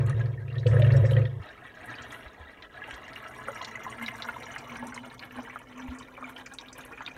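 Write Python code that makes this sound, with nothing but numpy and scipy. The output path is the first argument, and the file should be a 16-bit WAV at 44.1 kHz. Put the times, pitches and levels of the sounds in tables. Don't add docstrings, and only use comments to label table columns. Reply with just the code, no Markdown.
import sys
import numpy as np
from scipy import signal
from scipy.fft import rfft, irfft
from scipy.io import wavfile
from scipy.ndimage import map_coordinates

SR = 44100
rng = np.random.default_rng(int(sys.argv[2]) if len(sys.argv) > 2 else 0)


def to_wav(s):
    ch = np.atleast_2d(s).T
    pcm = np.round(np.clip(ch, -1, 1) * 32767)
    wavfile.write(sys.argv[1], SR, pcm.astype(np.int16))


N = 316197
TIME = np.arange(N) / SR

# (time [s], force [dB])
STREAM_FORCE = [(0, -6), (.25, -7.5), (.38, -18), (.54, -15.5), (.59, -8), (.65, -15), (.668, -1),
                (1.03, 1.5), (1.08, -5.5), (1.19, 0.5), (1.31, -15.5), (1.42, -18)]
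# (time [s], pitch [Hz])
STANDING_WAVE = [(1.5, 1873), (2.8, 1946), (4, 2048), (5, 2205), (6, 2310), (7.17, 2410)]


def gain_of(db):
    return 10 ** (np.asarray(db) / 20)


def unit_rms(x):
    return x / np.sqrt(np.mean(x ** 2) + 1e-20)


def levelled(x, window_s):
    window = signal.get_window("hann", int(window_s * SR)) * 2 / (window_s * SR)
    return x / np.sqrt(signal.fftconvolve(x ** 2, window, "same") + 1e-9)


def curve(rows):
    return np.interp(TIME, *np.transpose(rows))


def coloured(x, spectrum):
    knots_hz, db = np.transpose(spectrum)
    hz = np.fft.rfftfreq(N, 1 / SR) + 1e-3
    skirts = 1 / np.sqrt((1 + (knots_hz[0] / 2 / hz) ** 6) * (1 + (hz / knots_hz[-1] / 2) ** 6))
    return irfft(rfft(x) * skirts * gain_of(np.interp(np.log(hz), np.log(knots_hz), db)), N)


def bandpass(x, edges_hz, order):
    return signal.sosfilt(signal.butter(order, edges_hz, "band", fs=SR, output="sos"), x)


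def add(mix, start_s, sound):
    part = mix[max(round(start_s * SR), 0):][:len(sound)]
    part += sound[:len(part)]


def resonate(x, hz, width_hz):
    carrier = np.exp(2j * np.pi * np.cumsum(hz * np.ones(len(x))) / SR)
    r = np.exp(-np.pi * width_hz / SR)
    return 2 * (carrier * signal.lfilter([(1 - r) ** 2], [1, -2 * r, r * r], x / carrier + 1e-18)).real


def ping(hz, decay_s, glide, onset_cycles):
    t = np.arange(int(6 * decay_s * SR) + 32) / SR
    envelope = (1 - np.exp(-t * hz / onset_cycles)) * np.exp(-t / decay_s)
    return envelope / envelope.max() * np.sin(2 * np.pi * hz * (t + glide * t ** 2 / (2 * decay_s)))


def bare_bottom():
    covered_s, fade_s = 1.396, 0.013
    return np.clip(.5 + (covered_s - TIME) / fade_s, 0, 1)


def splash_level_db():
    # (time [s], splash level [dB])
    flow = [(1.43, -51.5), (1.74, -52), (1.88, -46), (2.12, -47), (2.3, -52.5), (2.72, -55), (2.87, -45.5),
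            (3.0, -48.5), (3.25, -47.5), (3.5, -46), (4.8, -47), (5.15, -51.5), (5.44, -48.5),
            (5.65, -55.5), (5.87, -48), (6.1, -55), (6.33, -49.5), (6.66, -55), (6.82, -49), (6.92, -52),
            (7.17, -52.5)]
    film_db = -45.5 + 0.82 * curve(STREAM_FORCE)
    return bare_bottom() * film_db + (1 - bare_bottom()) * curve(flow)


def pitch_ratio():
    return curve(STANDING_WAVE) / STANDING_WAVE[0][1]


def wall_echoes(wet_db, t60_s):
    t = np.arange(SR // 10) / SR
    taps = rng.choice([-1., 1.], len(t)) * (rng.random(len(t)) < 3000 / SR)
    tail = taps * (t > .001) * gain_of(-60 * t / t60_s)
    return gain_of(wet_db) * tail / np.linalg.norm(tail)


def with_rising_echoes(x, wet_db, t60_s):
    clock = np.cumsum(pitch_ratio() ** 0.437)
    stretched = map_coordinates(x, [np.interp(np.arange(int(clock[-1]) + 2), clock, np.arange(N))])
    return x + map_coordinates(signal.oaconvolve(stretched, wall_echoes(wet_db, t60_s)), [clock])


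def with_spot_echoes(sound, wet_db, t60_s):
    out = signal.fftconvolve(sound, wall_echoes(wet_db, t60_s))
    add(out, 0, sound)
    return out


def outdoors():
    # (frequency [Hz], gain [dB])
    spectrum = [(30, -11), (55, 0.5), (110, -16.5), (180, -6), (567, -6.5), (1660, -41.5), (3090, -65),
                (5010, -35.5), (15500, -41)]
    return gain_of(-58.5) * unit_rms(coloured(rng.standard_normal(N), spectrum))


def driven_modes(modes, window_s, samples):
    total = 0
    for hz, width_hz, db in modes:
        ring = resonate(rng.standard_normal(samples + SR // 2), hz, width_hz)[-samples:]
        total += gain_of(db) * levelled(ring, 0.16)
    return np.pad(levelled(total, window_s), (0, N - samples))


def drumming():
    # (frequency [Hz], width [Hz], relative level [dB])
    bottom_modes = [(75.2, 12, -10), (110.47, 5.3, 6), (134, 2.7, 3.5), (171, 57, -16.5)]
    # (frequency [Hz], width [Hz], relative level [dB])
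    wall_modes = [(347, 130, 4.5), (376, 31, 8), (462.7, 11, 7.5), (515, 82, 8), (565.5, 12, 0),
                  (672, 44, 2.5), (950, 21, -6)]
    force_db = curve(STREAM_FORCE)
    bottom = gain_of(-18 + force_db) * driven_modes(bottom_modes, window_s=0.13, samples=N // 4)
    walls = gain_of(-38.5 + 0.84 * force_db) * driven_modes(wall_modes, window_s=0.4, samples=N // 4)
    return bare_bottom() * (bottom + walls + air_pocket())


def impacts(per_s, spread_db, decay_s):
    sizes = gain_of(spread_db * np.minimum(rng.exponential(1, N), 3))
    hits = sizes * (rng.random(N) < per_s / SR)
    envelope = signal.lfilter([1], [1, -np.exp(-1 / SR / decay_s)], hits)
    return unit_rms(envelope * rng.standard_normal(N))


def bubble_swarm(low_hz, high_hz, per_s, spread_db, cycles, glide, pitches):
    out = np.zeros(N)
    for hz in np.geomspace(low_hz, high_hz, pitches):
        bubble = ping(hz, cycles * rng.uniform(.5, 1.5) / hz, glide, onset_cycles=.5)
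        bubble = bubble * np.sqrt(hz) / np.linalg.norm(bubble)
        waits, sizes = rng.exponential(1, (2, 300))
        births_s = np.cumsum(waits) * pitches / per_s
        gains = gain_of(spread_db * np.minimum(sizes, 3))
        for start_s, gain in zip(births_s[births_s < N / SR], gains):
            add(out, start_s, gain * bubble)
    return unit_rms(out)


def patter(low_hz, high_hz, per_s, spread_db, decay_s, width, bands):
    t, out = np.arange(SR // 16) / SR, np.zeros(N)
    for hz in np.geomspace(low_hz, high_hz, bands):
        power = np.zeros(N)
        for when, size, stretch in rng.random((round(per_s * N / SR / bands), 3)):
            age = t / (decay_s * (.4 + 1.2 * stretch))
            puff = (1 - np.exp(-8 * age)) * np.exp(-age) * gain_of(spread_db * min(-np.log(size), 2.5))
            add(power, when * N / SR, puff ** 2)
        edges_hz = np.minimum([hz / (1 + width), hz * (1 + width)], SR / 2 - 500)
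        out += np.sqrt(power) * bandpass(rng.standard_normal(N), edges_hz, order=2)
    return unit_rms(out)


def splashing():
    # (frequency [Hz], gain [dB])
    film_spectrum = [(150, 8), (330, 1), (570, 1.5), (780, 0), (1400, 2), (1900, 0), (2450, -6.5),
                     (3000, -8.5), (4100, -15.5), (5000, -34), (7000, -31.5)]
    # (frequency [Hz], gain [dB])
    pool_spectrum = [(150, 3.5), (420, -2.5), (560, 2), (740, -4.5), (900, 1), (1900, -4), (2550, -10),
                     (3000, -10), (3400, -18), (3950, -19.5), (4800, -34), (7000, -25.5)]
    splash_db = splash_level_db()
    depth = np.interp(TIME, [2.6, 3.6], [0, 1])
    flutter = unit_rms(coloured(rng.standard_normal(N), [(12, 9.5), (25, -12.5)]))
    breakup_db = np.clip(1.3 + .22 * (-46 - splash_db), 1.2, 2.6)
    lumps = gain_of(breakup_db * flutter)
    drops = impacts(per_s=210, spread_db=4.5, decay_s=0.0034)
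    bubbles = bubble_swarm(400, 6000, per_s=760, spread_db=4.2, cycles=7.5, glide=.012, pitches=60)
    plops = patter(700, 4500, per_s=130, spread_db=4, decay_s=.006, width=.14, bands=10)
    churn_db = np.clip(0.97 * (splash_db + 45), -14, 1)
    froth = gain_of(churn_db + 4.5 - 13.3 * depth) * rng.standard_normal(N)
    landing = lumps * (bubbles + gain_of(-5) * plops + gain_of(-7 + 4 * depth) * drops + froth)
    landing = with_rising_echoes(landing, wet_db=-3, t60_s=.07)
    splash = (1 - depth) * coloured(landing, film_spectrum) + depth * coloured(landing, pool_spectrum)
    return gain_of(splash_db + 2) * levelled(splash, 0.73) + spray(splash_db, depth, lumps)


def spray(splash_db, depth, lumps):
    # (frequency [Hz], gain [dB])
    spectrum = [(3500, -2), (5000, 0), (5750, 5), (7000, 4), (7700, -8), (9000, 6), (10200, -8.5),
                (11500, -2), (15500, -9.5)]
    level_db = -63 + 1.41 * (splash_db + 42) + 7.5 * depth
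    ticks = bubble_swarm(3500, 15500, per_s=220, spread_db=6, cycles=22, glide=.015, pitches=50)
    puffs = patter(4800, 14000, per_s=80, spread_db=7, decay_s=.005, width=.11, bands=10)
    snaps = impacts(per_s=55, spread_db=5.5, decay_s=.0005)
    crackle = with_rising_echoes(lumps * (puffs + gain_of(-3) * (ticks + snaps)), wet_db=-3, t60_s=.06)
    return gain_of(level_db) * levelled(coloured(crackle, spectrum), 0.82)


def tank_resonances(water):
    # (frequency when empty [Hz], exponent of the pitch ratio, width [Hz], gain [dB])
    modes = [(1015, 0.21, 150, -8.5), (1663, 0, 110, -5), (2728, 0.56, 164, -5.5), (3870, 0.64, 160, -5),
             (5500, 0.38, 144, 4), (6460, 0.67, 210, -3.5), (8070, 0.49, 230, -1.5),
             (9260, 0.3614, 250, -0.5)]
    ratio = pitch_ratio()
    out = gain_of(1) * resonate(water, curve(STANDING_WAVE), width_hz=257)
    for hz, exponent, width_hz, db in modes:
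        out += gain_of(db) * resonate(water, hz * ratio ** exponent, width_hz)
    return out


def spatters():
    # (time [s], centre [Hz], relative peak [dB], decay [s])
    sprinkles = [(0.063, 9600, -40, 0.0021), (.096, 8140, -36, 0.0022), (0.67, 6760, -40, 0.032),
                 (.793, 9400, -42, 0.0056), (0.966, 6600, -35.5, .003), (1.055, 6160, -43.5, 0.023),
                 (1.112, 9800, -42.5, 0.015), (1.858, 10200, -42.5, 0.0061), (2.021, 5830, -39.5, 0.0045),
                 (2.12, 7160, -38, 0.0089), (2.909, 7640, -42, 0.0043), (2.941, 6770, -41.5, .006),
                 (3.08, 6200, -44, 0.0026), (3.547, 7700, -38.5, 0.0031), (3.625, 5400, -35, 0.0029),
                 (3.645, 5650, -35, 0.0048), (4.026, 9930, -34, 0.004), (4.156, 7300, -38.5, 0.0048),
                 (4.582, 6030, -37, 0.004), (4.869, 8200, -34, 0.002), (4.944, 7150, -34, 0.0035),
                 (5.589, 9840, -43, 0.0043), (5.986, 6770, -36.5, 0.0047), (6.295, 11250, -44, 0.0084),
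                 (6.461, 5990, -35, 0.0036), (6.537, 7300, -34, 0.0066), (6.728, 6600, -35, 0.0026),
                 (6.781, 10630, -34.5, 0.0041), (6.851, 11600, -37, 0.0008)]
    droplets, ring_cycles = 7, 24
    t, out = np.arange(SR // 12) / SR, np.zeros(N)
    for start_s, hz, db, decay_s in sprinkles:
        low_hz, high_hz = np.minimum([0.68 * hz, 1.3 * hz], SR / 2 - 500)
        noise = rng.standard_normal(len(t)) * np.exp(-t / decay_s)
        burst = gain_of(2.5) * bandpass(noise, [low_hz, high_hz], order=4)
        for when, pitch in rng.random((droplets, 2)):
            bubble_hz = low_hz + pitch * (high_hz - low_hz)
            bubble = ping(bubble_hz, ring_cycles / bubble_hz, glide=0.0068, onset_cycles=0.47)
            add(burst, 2 * decay_s * when, .5 * np.exp(-when) * bubble)
        burst *= gain_of(db) / abs(burst).max()
        add(out, start_s, with_spot_echoes(burst, wet_db=-6.5, t60_s=0.1))
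    return gain_of(-4.5) * out


def snap(hz):
    decay_cycles = 9.7
    t = np.arange(512) / SR
    noise = rng.standard_normal(len(t)) * np.exp(-t * hz / decay_cycles)
    burst = bandpass(noise, np.minimum([0.5 * hz, 1.183 * hz], SR / 3), order=4)
    return burst / abs(burst).max()


def plink(hz, cycles):
    satellites, within_s, spread_octaves, satellite_cycles = 3, .028, 0.676, 2.4
    out = np.zeros(SR // 10)
    add(out, 0, gain_of(-7) * snap(hz))
    add(out, 0, ping(hz, cycles / hz, glide=0.0056, onset_cycles=0.3))
    for delay, pitch in rng.uniform(size=(satellites, 2)):
        satellite_hz = hz * 2 ** (spread_octaves * (2 * pitch - 1))
        satellite = ping(satellite_hz, satellite_cycles / satellite_hz, glide=0.033, onset_cycles=0.39)
        add(out, delay * within_s, gain_of(-13) * satellite)
    return out


def single_drops():
    # (time [s], pitch [Hz], relative peak [dB], decay [cycles])
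    plinks = [(0.099, 1250, -33, 7), (0.206, 1630, -33, 17), (0.501, 2750, -41.5, 19),
              (0.583, 3760, -33.5, 10), (.767, 1610, -25, 3.7), (0.848, 1740, -29.5, 4.4),
              (0.922, 4220, -34.5, 7), (1.051, 1880, -25, 2), (1.165, 2010, -32.5, 3.1),
              (2.818, 1683, -33.5, 15), (3.484, 1330, -22, 3.2), (3.484, 562, -30, 6.2),
              (3.611, 990, -31, 5.4), (3.865, 1007, -26, 9.3), (4.013, 1770, -27.5, 4),
              (4.025, 2110, -32.5, 9.1), (4.062, 3890, -25, 15), (4.198, 1320, -31, 4.1),
              (4.222, 3870, -22.5, 5.8), (4.245, 1420, -25.5, 7.5), (4.287, 1440, -22.5, 7),
              (4.363, 980, -29.5, 3.2), (4.562, 1700, -23, 4.9), (4.76, 1550, -28.5, 4),
              (4.826, 884, -29, 6.8), (4.829, 563, -32, 3), (4.923, 1530, -28, 1.8),
              (4.977, 2100, -27.5, 4.9), (5.194, 4270, -30, 3.6), (5.386, 890, -24.5, 0.53),
              (5.498, 1970, -31, 15), (5.559, 1240, -23, 5.7), (6.178, 1110, -28.5, 1.5),
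              (6.226, 1190, -27.5, 4.2), (6.241, 2337, -39, 13), (6.364, 3060, -31.5, 4.4),
              (6.401, 960, -36.5, 5.8), (6.586, 3740, -24.5, 5.5), (6.685, 3680, -35.5, 9.3),
              (7.007, 1360, -23.5, 1.5), (7.063, 3640, -26, 8.6)]
    # (time [s], centre [Hz], relative peak [dB])
    slaps = [(.165, 3400, -47), (0.213, 3200, -35.5), (0.267, 3300, -51), (.481, 2700, -37.5),
             (0.555, 3570, -41), (0.666, 3240, -24), (.797, 2500, -28), (0.82, 3140, -21.5),
             (0.864, 2600, -32), (.904, 2100, -26), (1.11, 3200, -25.5), (1.165, 2890, -25.5),
             (1.252, 2920, -30), (2.623, 3430, -32), (2.839, 2300, -28), (2.909, 2600, -28.5),
             (2.938, 3500, -36), (3.133, 4570, -34), (3.16, 2470, -27.5), (3.615, 3640, -29),
             (3.647, 4340, -26), (4.081, 2440, -21.5), (4.756, 3500, -28.5), (6.462, 2440, -33),
             (6.975, 1970, -32.5), (7.075, 2370, -26.5)]
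    strays_per_s, low_hz, high_hz, spread_db = 13, 1630, 4530, 5.5
    out, splash_db = np.zeros(N), splash_level_db()
    drops = [(start_s, gain_of(db) * plink(hz, cycles)) for start_s, hz, db, cycles in plinks]
    drops += [(start_s, gain_of(db) * snap(hz)) for start_s, hz, db in slaps]
    for when, pitch, size in rng.random((round(strays_per_s * N / SR), 3)):
        hz = low_hz * (high_hz / low_hz) ** pitch
        db = splash_db[int(when * N)] + 9 + spread_db * (2 * size - 1)
        drops.append((when * N / SR, gain_of(db) * plink(hz, cycles=9.6)))
    for start_s, drop in drops:
        add(out, start_s, with_spot_echoes(drop, wet_db=-2, t60_s=0.045))
    return gain_of(-4) * out


def air_pocket():
    # (time [s], pitch [Hz], peak [dB])
    glugs = [(.659, 484, -20), (.74, 477, -23.5), (.767, 494, -23.5), (.797, 599, -27), (.825, 583, -24),
             (0.946, 534, -24), (1.038, 517, -25), (1.117, 510, -23.5), (1.168, 492, -26.5)]
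    open_s, length_s, attack_s, release_s, fade_db_per_s = .66, 0.628, 0.0044, 0.032, 4
    age_s = np.clip(TIME - open_s, 0, length_s)
    pocket_hz = 496 + 101 * np.sin(np.pi * (age_s / length_s) ** 0.68) ** 2
    gate = np.minimum(age_s / attack_s, 1) * np.minimum((length_s - age_s) / release_s, 1)
    churn = levelled(resonate(rng.standard_normal(N), pocket_hz, width_hz=74), 0.32)
    out = gate * gain_of(-39.5 - fade_db_per_s * age_s) * churn
    for start_s, hz, db in glugs:
        add(out, start_s, gain_of(db) * ping(hz, decay_s=0.014, glide=0.032, onset_cycles=1))
    return out


def bumps():
    # (time [s], pitch [Hz], peak [dB], decay [s])
    thuds = [(1.399, 97, -31, 0.012), (2.259, 60, -41, 0.014), (2.4, 74, -42, 0.029),
             (2.931, 59, -44, 0.021), (5.885, 68.8, -33.5, 0.014)]
    out = np.zeros(N)
    for start_s, hz, db, decay_s in thuds:
        add(out, start_s, gain_of(db) * ping(hz, decay_s, glide=0, onset_cycles=0.45))
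    return out


def fizz():
    level_db = np.interp(TIME, [2.08, 2.13, 2.21, 2.27], [-70, -64, -68, -86], left=-200, right=-200)
    hiss = unit_rms(resonate(rng.standard_normal(N), hz=10300, width_hz=3800))
    bubbles = bubble_swarm(10500, 13400, per_s=400, spread_db=1, cycles=120, glide=0, pitches=8)
    return gain_of(level_db) * unit_rms(hiss + .5 * bubbles)


def tank_hum():
    # (crest time [s], half length [s], level [dB])
    swells = [(4.037, 0.069, -44.5), (4.265, 0.02, -49), (4.828, 0.1, -43), (5.032, 0.053, -50),
              (5.4, 0.049, -42.5), (5.875, 0.1, -41.5), (6.255, 0.066, -52)]
    stir = gain_of(-58)
    for crest_s, half_s, db in swells:
        stir = stir + gain_of(db) * np.exp(-((TIME - crest_s) / half_s) ** 2)
    hum_hz = 217.9 * pitch_ratio() ** 0.72
    hum = stir * levelled(resonate(rng.standard_normal(N), hum_hz, width_hz=18.3), .2)
    murmur_db = np.interp(TIME, [3.6, 5.0, 6.0], [-56, -57, -66])
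    murmur = gain_of(murmur_db) * driven_modes([(119, 36, 0)], window_s=0.98, samples=N)
    fade_in = np.interp(TIME, [3.0, 3.5], [0, 1])
    return fade_in * (hum + murmur)


def scene():
    water = splashing() + single_drops() + spatters()
    return (outdoors() + drumming() + water + tank_resonances(water) + tank_hum() + bumps() + fizz())[None]


def record(dry):
    cutoff_hz = 15820
    return signal.oaconvolve(dry, signal.firwin(511, cutoff_hz, window=("kaiser", 9), fs=SR)[None], "same")


dry = scene()
out = record(dry)
to_wav(out)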